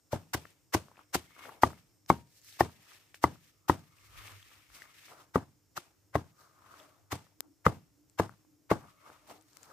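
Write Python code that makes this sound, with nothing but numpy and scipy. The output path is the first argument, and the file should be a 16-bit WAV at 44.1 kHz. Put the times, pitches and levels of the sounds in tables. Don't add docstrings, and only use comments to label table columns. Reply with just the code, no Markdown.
import sys
import numpy as np
from scipy import signal
from scipy.fft import rfft, irfft, next_fast_len
from scipy.io import wavfile

SR = 44100
rng = np.random.default_rng(int(sys.argv[2]) if len(sys.argv) > 2 else 0)


def store_wav(level_fs):
    pcm = np.round(np.clip(np.atleast_2d(level_fs), -1, 1) * 32767)
    wavfile.write(sys.argv[1], SR, pcm.T.astype(np.int16))


N = 428652
STEP = 16


def from_db(db):
    return 10 ** (np.asarray(db) / 20)


def rms_one(x):
    return x / np.sqrt(np.mean(x ** 2) + 1e-20)


def full(slow):
    return np.interp(np.arange(N) / STEP, np.arange(len(slow)), slow)


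def at_hz(points, hz):
    pitches, values = np.array(points).T
    return np.interp(np.log(hz), np.log(pitches), values)


def fft_hz(size):
    return np.maximum(np.arange(size // 2 + 1) * SR / size, 1)


def drift(rate_hz):
    r = np.exp(-2 * np.pi * STEP * rate_hz / SR)
    noise = rng.standard_normal(N // STEP + 3002)
    return rms_one(signal.lfilter([1], [1, -2 * r, r * r], noise)[3000:])


def ring(clicks, hz, t60):
    r, w = from_db(-60 / (t60 * SR)), 2 * np.pi * hz / SR
    return signal.lfilter([0, np.sin(w)], [1, -2 * r * np.cos(w), r * r], clicks + 1e-18)


def mode(t, hz, t60):
    contact_s = 0.00066
    t = np.maximum(t, 0)
    return (1 - np.exp(-t / contact_s)) ** 2 * from_db(-60 * t / t60) * np.sin(2 * np.pi * hz * t)


def narrow(source, hz, width_hz):
    r = np.exp(-np.pi * width_hz / SR)
    stage = [0.94, 0.00049, -0.56, 1, -2 * r * np.cos(2 * np.pi * hz / SR), r * r]
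    return rms_one(signal.sosfilt([stage] * 2, source))


def crackle(per_s, spread_db, hiss, count):
    sizes = from_db(spread_db * np.minimum(rng.exponential(1, N), 4))
    born = rng.random(N) < per_s / SR
    strength = rms_one(rms_one(sizes * born) + hiss)
    return strength * rng.standard_normal((count, 2, N))


def swells(rows):
    t, power = np.arange(N // STEP + 2) * STEP / SR, 0
    for peak_s, rise, fall, *levels_db in rows:
        away = np.maximum((peak_s - t) / max(rise, .005), (t - peak_s) / max(fall, .005))
        shape_db = -20 * np.minimum(away, 5)
        power = power + from_db(2 * (np.array(levels_db)[:, None] + shape_db))
    return np.sqrt(power)


# (landing time [s], thud level [dB], high ring level [dB], knock level [dB],
#  low ring level [dB], hardness of bite [0-1], stalk crunch level [dB], leaf crunch level [dB],
#  scatter level [dB], blade pitch [Hz], dent pitch [Hz])
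STROKES = [(0.1307, -33.5, -38, -27.5, -18, 0.23, -43, -44.5, -46, 616, 574),
           (0.347, -38.5, -35.5, -34, -33, 0.76, -33, -34, -43.5, 829, 302),
           (0.7479, -34.5, -22.5, -25, -16, 0.27, -28, -29.5, -41.5, 817, 313),
           (1.1528, -40.5, -32, -31, -25, 0.24, -28.5, -27.5, -42, 884, 298),
           (1.6339, -27.5, -10, -23.5, -19, 0.51, -42.5, -39, -39.5, 870, 312),
           (2.1009, -29, -12.5, -22.5, -13, 0.27, -48, -40, -45, 907, 312),
           (2.607, -29.5, -14, -24.5, -18, 0.4, -36, -37.5, -40, 768, 320.5),
           (3.24, -28, -13.5, -26, -17.5, 0.19, -42, -37.5, -43, 940, 321.3),
           (3.6965, -28.5, -15, -22.5, -9, 0.64, -38.5, -40.5, -40.5, 971, 312),
           (5.3571, -31.5, -22.5, -20, -23.5, 0.44, -39.5, -45, -49.5, 1165, 397),
           (5.776, -66.5, -34.5, -45.5, -40.5, 0.27, -42, -41, -46.5, 1280, 587),
           (6.1542, -30.5, -19.5, -23, -18.5, 0.19, -39, -49, -46.5, 614, 429),
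           (7.1266, -37.5, -33, -36, -49.5, 0.28, -35, -38.5, -43, 695, 339.5),
           (7.6643, -27, -15, -20, -27.5, 0.44, -35.5, -44.5, -44, 1223, 483),
           (8.1979, -29.5, -19.5, -22, -33, 0.38, -34.5, -41.5, -43, 607, 448),
           (8.714, -27.5, -17.5, -19.5, -29, 0.44, -33, -46, -44, 563, 417)]
EDGE_DB, CRACK_DB = -7, -19


def strokes(name):
    names = "s thud high knock low bite stalk leaf scatter blade_hz dent_hz".split()
    named = dict(zip(names, np.transpose(STROKES)))
    named.update(edge=named["high"] + EDGE_DB, crack=named["high"] + CRACK_DB)
    return named[name]


def dying(name, t60):
    train = np.zeros(N // STEP + 2)
    train[np.round(strokes("s") * SR / STEP).astype(int)] = from_db(strokes(name))
    return signal.lfilter([1], [1, -from_db(-60 * STEP / (t60 * SR))], train)


# (pitch [Hz], level per Hz [dB]); only its shape counts
AIR_COLOUR = [(18, -37.5), (30, -9), (90, 1), (131, 2.5), (221, -11), (295, -4.5), (760, -15.5),
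              (1160, -18.5), (3580, -24), (6900, -16.5), (9460, -26), (14800, -19.5), (16000, -42)]
AIR_DB = -73
# (pitch [Hz], resonance width [Hz], level at start [dB], level at end [dB])
INSECT_BANDS = [(5400, 630, -82, -87.5), (7000, 550, -87.5, -97), (8270, 250, -84, -96),
                (11010, 420, -96.5, -93)]
# (peak time [s], rise [s], fall [s], level [dB])
RUMBLE_SWELLS = [(4.192, 0.15, 0.046, -49.5), (4.34, 0.12, .3, -63), (4.712, 0.045, 0.11, -61.5),
                 (9.71, .06, 0.08, -65.5)]
LOW_HUM_SWELLS = [(4.043, .3, 0.51, -66), (4.338, 0.27, 0.16, -57), (7.021, 0.14, .2, -69)]
BLADE_RUB_SWELLS = [(1.0, .1, 0.053, -68), (1.5, .3, 0.11, -74.5), (5.12, .2, 0.29, -73),
                    (5.77, .06, 0.093, -72), (6.85, .3, 0.29, -72.5), (7.495, .15, 0.092, -60.5),
                    (8.0, .3, 0.28, -68.5), (8.5, .2, 0.76, -69.5), (9.06, .3, 0.24, -76.5),
                    (9.312, .12, 0.32, -64)]
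# (pitch [Hz], resonance width [Hz], resting level [dB], swells)
LOW_VOICES = [(63.4, 44, -80, RUMBLE_SWELLS),
              (100.85, 14, -79.5, LOW_HUM_SWELLS),
              (303.3, 37, -82.5, BLADE_RUB_SWELLS)]


def yard_and_low_blade_ring():
    air = irfft(rfft(rng.standard_normal((2, N))) * from_db(at_hz(AIR_COLOUR, fft_hz(N))), N)
    voices = []
    for hz, width, first_db, last_db in INSECT_BANDS:
        level_db = np.linspace(first_db, last_db, N // STEP + 2)
        voices.append((hz, width, from_db(level_db + 1.5 * drift(8))))
    for hz, width, rest_db, rows in LOW_VOICES:
        resting = from_db(rest_db + 1.5 * drift(6.5))
        voices.append((hz, width, np.hypot(resting, swells(rows)[0])))
    white = rng.standard_normal((2, N))
    out = full(from_db(AIR_DB + 0.88 * drift(6.1))) * rms_one(air)
    return out + sum(full(gain) * narrow(white, hz, width) for hz, width, gain in voices)


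# (pitch [Hz], resonance width [Hz])
SCRAPE_RINGS = [(625, 70), (1220, 270), (2170, 150)]
# (peak time [s], rise [s], fall [s], low, middle and high of the three levels [dB])
SCRAPE_SWELLS = [(1.4, 0.23, 0.38, -89, -70, -63.5), (4.03, 0.73, 0.26, -91, -72, -78.5),
                 (4.25, .2, 0.26, -78, -62, -62.5), (4.75, 0.12, 0.51, -83.5, -69.5, -65.5),
                 (6.4, 0.04, 0.14, -81, -65, -84), (6.72, 0.3, 0.3, -80, -63, -85),
                 (6.82, 0.071, 0.13, -64, -73, -83), (8.84, 0.062, 0.15, -76, -67, -80),
                 (9.06, 0.21, 0.27, -69, -63, -74.5), (9.3, .06, 0.15, -68.5, -65.5, -76)]


def blade_scrape():
    white, out = rng.standard_normal((2, N)), 0
    for gain, (hz, width) in zip(swells(SCRAPE_SWELLS), SCRAPE_RINGS):
        out = out + full(gain * from_db(3.3 * drift(15))) * narrow(white, hz, width)
    return out


def faint_snaps(count):
    over_rustle_db, middle_hz = 6.5, 2600
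    stalks = swells(RUSTLE_SWELLS)[0]
    when, size, pitch = rng.random((count, 3)).T
    at = np.searchsorted(np.cumsum(stalks), when * stalks.sum())
    at = np.minimum(at, len(stalks) - 60)
    peak_db = 20 * np.log10(stalks[at]) + over_rustle_db + 8.0 * (size - .5)
    return list(zip(at * STEP / SR, peak_db, middle_hz * 4.0 ** (pitch - .5), np.full(count, 6.0)))


# (time [s], level before a 2 dB lift [dB], pitch [Hz], left minus right [dB])
STALK_SNAPS = [(0.453, -39, 1670, 7), (0.884, -46, 1000, 2), (0.915, -49, 930, 3), (0.978, -50, 940, 3),
               (1.01, -51, 1090, 9), (1.365, -48, 1280, 5), (1.438, -44, 1200, 5), (1.521, -51, 915, 2.5),
               (3.985, -55, 2600, 3.5), (4.279, -42, 2390, 3), (4.854, -50.5, 1720, -3),
               (8.449, -57.5, 1193, 4.5), (0.992, -43, 1400, 6), (1.381, -46, 1220, 7),
               (1.392, -44.5, 1135, 1), (1.453, -38, 1480, 6), (1.456, -43, 780, 4), (1.492, -33, 1210, 7),
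               (1.496, -39, 1090, 0), (1.704, -43, 1150, 4.0), (1.731, -39.5, 1205, 9),
               (2.062, -49.5, 5800, -1), (2.416, -48.5, 7230, 12.5), (2.447, -43, 11700, 11.5),
               (2.487, -48, 3234, 8.5), (2.526, -44, 3500, 10.5), (3.144, -35.5, 2380, 5),
               (4.427, -47, 3300, 4), (4.82, -36, 1900, 8), (5.084, -48, 2130, 4.5), (5.123, -48, 1190, 1),
               (7.406, -15.5, 8300, 31), (8.098, -48.5, 8200, 12), (8.294, -35, 1326, 7),
               (9.303, -39.5, 920, 0), (0.504, -52, 8900, 10), (9.424, -50, 10000, 13),
               (9.484, -58.5, 7100, 10), (9.532, -47, 7160, 12), (9.57, -32.5, 7000, 23),
               (9.631, -35, 7200, 12), (9.411, -50.5, 7540, 10), (9.375, -55, 3980, 8.5),
               (0.958, -51, 1800, 6), (0.97, -51, 2600, 5), (6.8, -48, 3400, 5)]
CRISP, CRISP_S = 0.16, 0.00065


def snaps():
    out, t = np.zeros((2, N)), np.arange(800) / SR
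    rows = STALK_SNAPS + faint_snaps(count=30)
    noises = rng.standard_normal((len(rows), len(t)))
    for (s, peak_db, hz, pan_db), noise in zip(rows, noises):
        tick = 3.0 * (t == 0) + 0.22 * noise * np.exp(-t / 0.00079)
        body = ring(noise * np.exp(-t / .001), hz, 8 / hz + 0.0006)
        crisp_body = body / np.abs(body).max() + CRISP * noise * np.exp(-t / CRISP_S)
        close = np.clip(abs(pan_db) / 30, 0, 1) ** 2
        snap = close * tick + (1 - close) * crisp_body
        sides = from_db(peak_db + 2.0 + np.minimum(0, [[pan_db], [-pan_db]]))
        at = round(s * SR)
        out[:, at:at + len(t)] += sides * snap
    thin = signal.butter(2, 210, "high", fs=SR, output="sos")
    return signal.sosfilt(thin, out + 1e-18)


AFTER_T60_S, AFTER_DRAG_DB, AFTER_RUSTLE_DB = .5, -17.5, -15
# (peak time [s], rise [s], fall [s], drag level [dB], heap level [dB])
DRAG_SWELLS = [(.455, .03, 0.12, -73, -86), (.918, 0.04, .04, -66, -65), (.998, 0.072, 0.065, -60, -73),
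               (1.41, 0.056, 0.084, -53.5, -79), (1.485, 0.066, .12, -55.5, -53.5),
               (2.92, 0.18, 0.22, -67, -73), (4.194, 0.13, 0.13, -58, -74.5),
               (4.32, 0.24, 0.073, -56.5, -74), (4.52, .06, 0.17, -64, -82.5),
               (4.77, 0.077, 0.23, -61, -79), (5.12, 0.06, 0.14, -58, -57.5),
               (5.21, .15, 0.079, -60, -64.5), (6.412, 0.06, 0.14, -62, -74),
               (6.75, 0.36, 0.12, -58.5, -74.5), (6.8, 0.055, 0.23, -62.5, -62),
               (7.433, 0.023, .07, -70.5, -70), (8.32, 0.026, 0.034, -67, -72),
               (8.834, 0.051, 0.09, -58, -60.5), (9.07, 0.054, 0.24, -62, -64),
               (9.302, 0.048, 0.11, -59.5, -55), (9.71, 0.21, 0.086, -58, -62)]
# (peak time [s], rise [s], fall [s], stalk level [dB], leaf level [dB])
RUSTLE_SWELLS = [(.47, 0.029, 0.16, -67, -70), (.998, 0.083, .07, -65, -72), (1.45, 0.24, 0.19, -57, -62.5),
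                 (2.37, 0.125, 0.13, -72.5, -64.5), (2.495, 0.13, 0.27, -65, -55.5),
                 (2.57, 0.16, 0.052, -58.5, -61), (2.9, 0.19, 0.25, -59, -61),
                 (3.146, .006, .05, -59.5, -57), (3.49, 0.23, 0.11, -67, -67), (4.056, 0.2, .1, -69, -67.5),
                 (4.18, 0.081, 0.41, -54.5, -60), (4.34, 0.45, 0.28, -60, -61),
                 (4.5, 0.06, 0.34, -60.5, -65), (4.756, 0.072, 0.055, -58, -54.5),
                 (4.82, 0.094, 0.11, -58.5, -59), (5.06, .3, 0.13, -57, -59.5),
                 (5.21, 0.31, 0.095, -65, -62.5), (6.412, .07, 0.15, -72.5, -63),
                 (6.79, 0.28, 0.21, -63, -63), (8.9, .1, 0.085, -69, -70.5), (9.07, 0.13, 0.41, -66.5, -68),
                 (9.302, 0.05, 0.091, -56.5, -56), (9.63, 0.3, 0.38, -69, -63)]


def handling():
    after = dying("scatter", AFTER_T60_S)
    drag, heap = np.hypot(swells(DRAG_SWELLS), from_db(AFTER_DRAG_DB) * after)
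    stalks, leaves = np.hypot(swells(RUSTLE_SWELLS), from_db(AFTER_RUSTLE_DB) * after)
    return drag, heap, stalks, leaves


# (pitch [Hz], resonance width [Hz], level [dB])
SHEET_RINGS = [(956.7, 1500, -8), (1280, 510, -3.5)]


def dragged_sheet(drag):
    pops = crackle(per_s=310.0, spread_db=7.0, hiss=1.6, count=1)[0]
    rings = sum(from_db(db) * narrow(pops, hz, width) for hz, width, db in SHEET_RINGS)
    return full(drag * from_db(0.6 * drift(40))) * rings


CUT_S, BITE_SHORTENS_S = 0.029, 0.017
CRUNCH_T60_S = 0.035


def cutting(name):
    out = dying(name, CRUNCH_T60_S)
    for s, bite, level_db in zip(strokes("s"), np.clip(strokes("bite"), .05, 1), strokes(name)):
        land = round(s * SR / STEP)
        span = round(max(CUT_S - BITE_SHORTENS_S * bite, .003) * SR / STEP)
        depth = np.arange(span) / span
        missing = np.maximum(1 - depth / (1.05 - bite), 0) ** 1.1
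        out[land - span:land] = from_db(level_db - 33 * missing)
    return out


# (pitch [Hz], level per Hz [dB])
STALK_COLOUR = [(150, -28.5), (500, -6.5), (1000, 2), (2000, -3), (3500, -16), (6000, -28)]
LEAF_COLOUR = [(1000, -11), (2500, -2), (5000, -0.5), (7000, 0), (10000, -11), (13500, -4), (16000, -4)]
STALK_RUB_COLOUR = [(900, -19.5), (1800, -2.5), (2300, -1.5), (3500, -5), (5000, -17.5)]
LEAF_RUB_COLOUR = [(2500, -26), (4000, 0), (5500, -0.5), (8000, -2.5), (10000, -7.5), (13500, -4.5),
                   (16000, -6)]
HEAP_COLOUR = [(200, -14), (400, -8), (640, -7), (900, -6.5), (1300, -30)]
CRACK_COLOUR = [(1500, -19.5), (2500, 0.5), (5000, -4), (9000, -13), (15000, -13)]
SCATTER_COLOUR = [(300, -13.5), (700, -3.5), (1500, -6), (3000, 1), (6000, -6), (10000, -7.5),
                  (13500, -4.5), (16000, -8)]
RATTLE_COLOUR = [(60, -12), (100, 0), (200, -6), (400, -3.5), (800, -6.5), (1500, -14.5), (3000, -41)]
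# (pitch [Hz], time to fall 60 dB [s])
SETTLE_TIMES = [(60, .22), (160, 0.38), (420, 0.18), (1100, .2), (3000, 0.17), (8000, 0.22), (15000, 0.04)]
CRACK_T60_S, RATTLE_DB = .02, -3


def greens():
    edges = 45 * 2 ** np.arange(0, 8.8, .4)
    centres = np.sqrt(edges[1:] * edges[:-1])

    def share(colour, hz):
        total = np.sum(from_db(2 * at_hz(colour, centres)) * centres)
        return from_db(2 * at_hz(colour, hz)) * hz / total

    drag, heap, stalks, leaves = handling()
    shuffle = from_db(1.9 * drift(25))
    steady = [(STALK_COLOUR, cutting("stalk")), (LEAF_COLOUR, cutting("leaf")),
              (STALK_RUB_COLOUR, stalks * shuffle), (LEAF_RUB_COLOUR, leaves * shuffle),
              (HEAP_COLOUR, heap * from_db(3.2 * drift(30))), (CRACK_COLOUR, dying("crack", CRACK_T60_S))]
    lumps = from_db(2.4 * drift(45))
    grains = crackle(per_s=3000.0, spread_db=1.5, hiss=1.6, count=2)
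    out = dragged_sheet(drag)
    for k, hz in enumerate(centres):
        power = sum(share(colour, hz) * gain ** 2 for colour, gain in steady)
        t60 = at_hz(SETTLE_TIMES, hz)
        power += share(SCATTER_COLOUR, hz) * (lumps * dying("scatter", t60)) ** 2
        power += share(RATTLE_COLOUR, hz) * from_db(2 * RATTLE_DB) * (lumps * dying("thud", t60)) ** 2
        band_filter = signal.butter(2, edges[k:k + 2], "band", fs=SR, output="sos")
        band = signal.sosfilt(band_filter, grains[k % 2])
        out = out + full(np.sqrt(power) * from_db(0.51 * drift(20))) * rms_one(band)
    return out


# (middle pitch [Hz], middle level over the stroke [dB], time to fall 60 dB [s],
#  name of the stroke level that drives the mode)
BOARD_MODES = [(85.96, -5.5, 0.22, "thud"), (122.4, 2, 0.11, "thud"), (171.1, 5, 0.054, "knock"),
               (270.6, -11, 0.098, "low"), (312, 0, 0.088, "knock"), (477, -1, 0.023, "knock"),
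               (719, 5.5, 0.012, "edge"), (869, 4, 0.027, "knock"), (1150, 0.5, 0.034, "high"),
               (1810, -2.5, 0.014, "edge"), (1997, 2.5, 0.025, "edge")]
# (time [s], pitch [Hz], level [dB], time to fall 60 dB [s])
BLADE_LINGER = [(2.106, 940, -42.5, 0.27), (7.14, 2060, -67.5, 0.48), (8.712, 1150, -58, 0.64)]
REBOUND_S, REBOUND_DB, REBOUND_HZ = .0062, -10, 233
BLADE_DB, BLADE_T60_S = 16, 0.011
DENT_DB, DENT_T60_S = 14, 0.02


def board():
    out, t = np.zeros(N), np.arange(SR // 4) / SR
    chance = rng.standard_normal((len(STROKES), 2, len(BOARD_MODES)))
    for i, (detune, strength) in enumerate(chance):
        blow = -from_db(strokes("high")[i] + BLADE_DB) * mode(t, strokes("blade_hz")[i], BLADE_T60_S)
        blow -= from_db(strokes("knock")[i] + DENT_DB) * mode(t, strokes("dent_hz")[i], DENT_T60_S)
        for k, (hz, level_db, t60, group) in enumerate(BOARD_MODES):
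            hz = hz * (1 + 0.07 * detune[k])
            slap = from_db(REBOUND_DB) / (1 + (hz / REBOUND_HZ) ** 2)
            swing = slap * mode(t - REBOUND_S, hz, t60) - mode(t, hz, t60)
            blow += from_db(strokes(group)[i] + level_db + 2.1 * strength[k]) * swing
        at = round(strokes("s")[i] * SR)
        out[at:at + len(t)] += blow
    for s, hz, level_db, t60 in BLADE_LINGER:
        since = np.clip(np.arange(N) / SR - s, 0, 1)
        out += from_db(level_db) * mode(since, hz, t60)
    return out


# (pitch [Hz], likeness [0-1])
PORT_LIKENESS = [(60, 0.77), (500, 0.69), (1000, 0.83), (2400, 0.37), (6000, 0.067), (15000, 0.24)]
# (pitch [Hz], left minus right [dB])
PORT_LEVELS = [(60, -1), (99, 1), (160, 1.5), (270, 1.5), (450, 3.5), (740, 2.0), (1220, 4.5), (2010, 4.5),
               (3330, 3), (5500, -6.5), (9080, 4.0), (15000, 3.5)]
# (pitch [Hz], phase by which left leads [rad])
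PORT_PHASES = [(0, 0), (860, 0.13), (1380, -1.5), (1980, 0.9), (3960, -1.74), (4480, 0.5), (6980, 4),
               (10300, 8.5), (11500, 4), (12300, 7.5), (13700, 8), (16300, 21)]


def ports(shared, own):
    size = next_fast_len(N)
    hz = fft_hz(size)
    alike = np.clip(at_hz(PORT_LIKENESS, hz), 0, 1)
    half = from_db(at_hz(PORT_LEVELS, hz) / 2) * np.exp(.5j * at_hz(PORT_PHASES, hz))
    mid = np.sqrt((1 + alike) / 2) * rfft(shared, size)
    side = np.sqrt((1 - alike) / 2) * rfft(own, size)
    return irfft([(mid + side) * half, (mid - side) / half], size)[:, :N]


# (pitch [Hz], level [dB])
FAR_COLOUR = [(40, -5), (100, 0.5), (250, -1), (1300, 1), (3000, -1), (8000, -0.5), (14000, -1.5)]
FAR_S = 4.65


def farther(x):
    size = next_fast_len(N)
    late = x * (np.arange(N) >= FAR_S * SR)
    colour = from_db(at_hz(FAR_COLOUR, fft_hz(size)))
    return x - late + irfft(rfft(late, size) * colour, size)[..., :N]


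def scene():
    heap, around = greens() + blade_scrape(), yard_and_low_blade_ring()
    left = around[0] + 0.21 * around[1]
    right = 0.71 * (around[0] - 1.0 * around[1])
    near = farther(ports(board() + heap[0], heap[1]))
    return near + snaps() + np.array([left, right])


def record(dry):
    dry = signal.sosfilt(signal.butter(3, 60, "high", fs=SR, output="sos"), dry)
    return signal.sosfilt(signal.cheby2(12, 70, 16500, fs=SR, output="sos"), dry)


dry = scene()
out = record(dry)
store_wav(out)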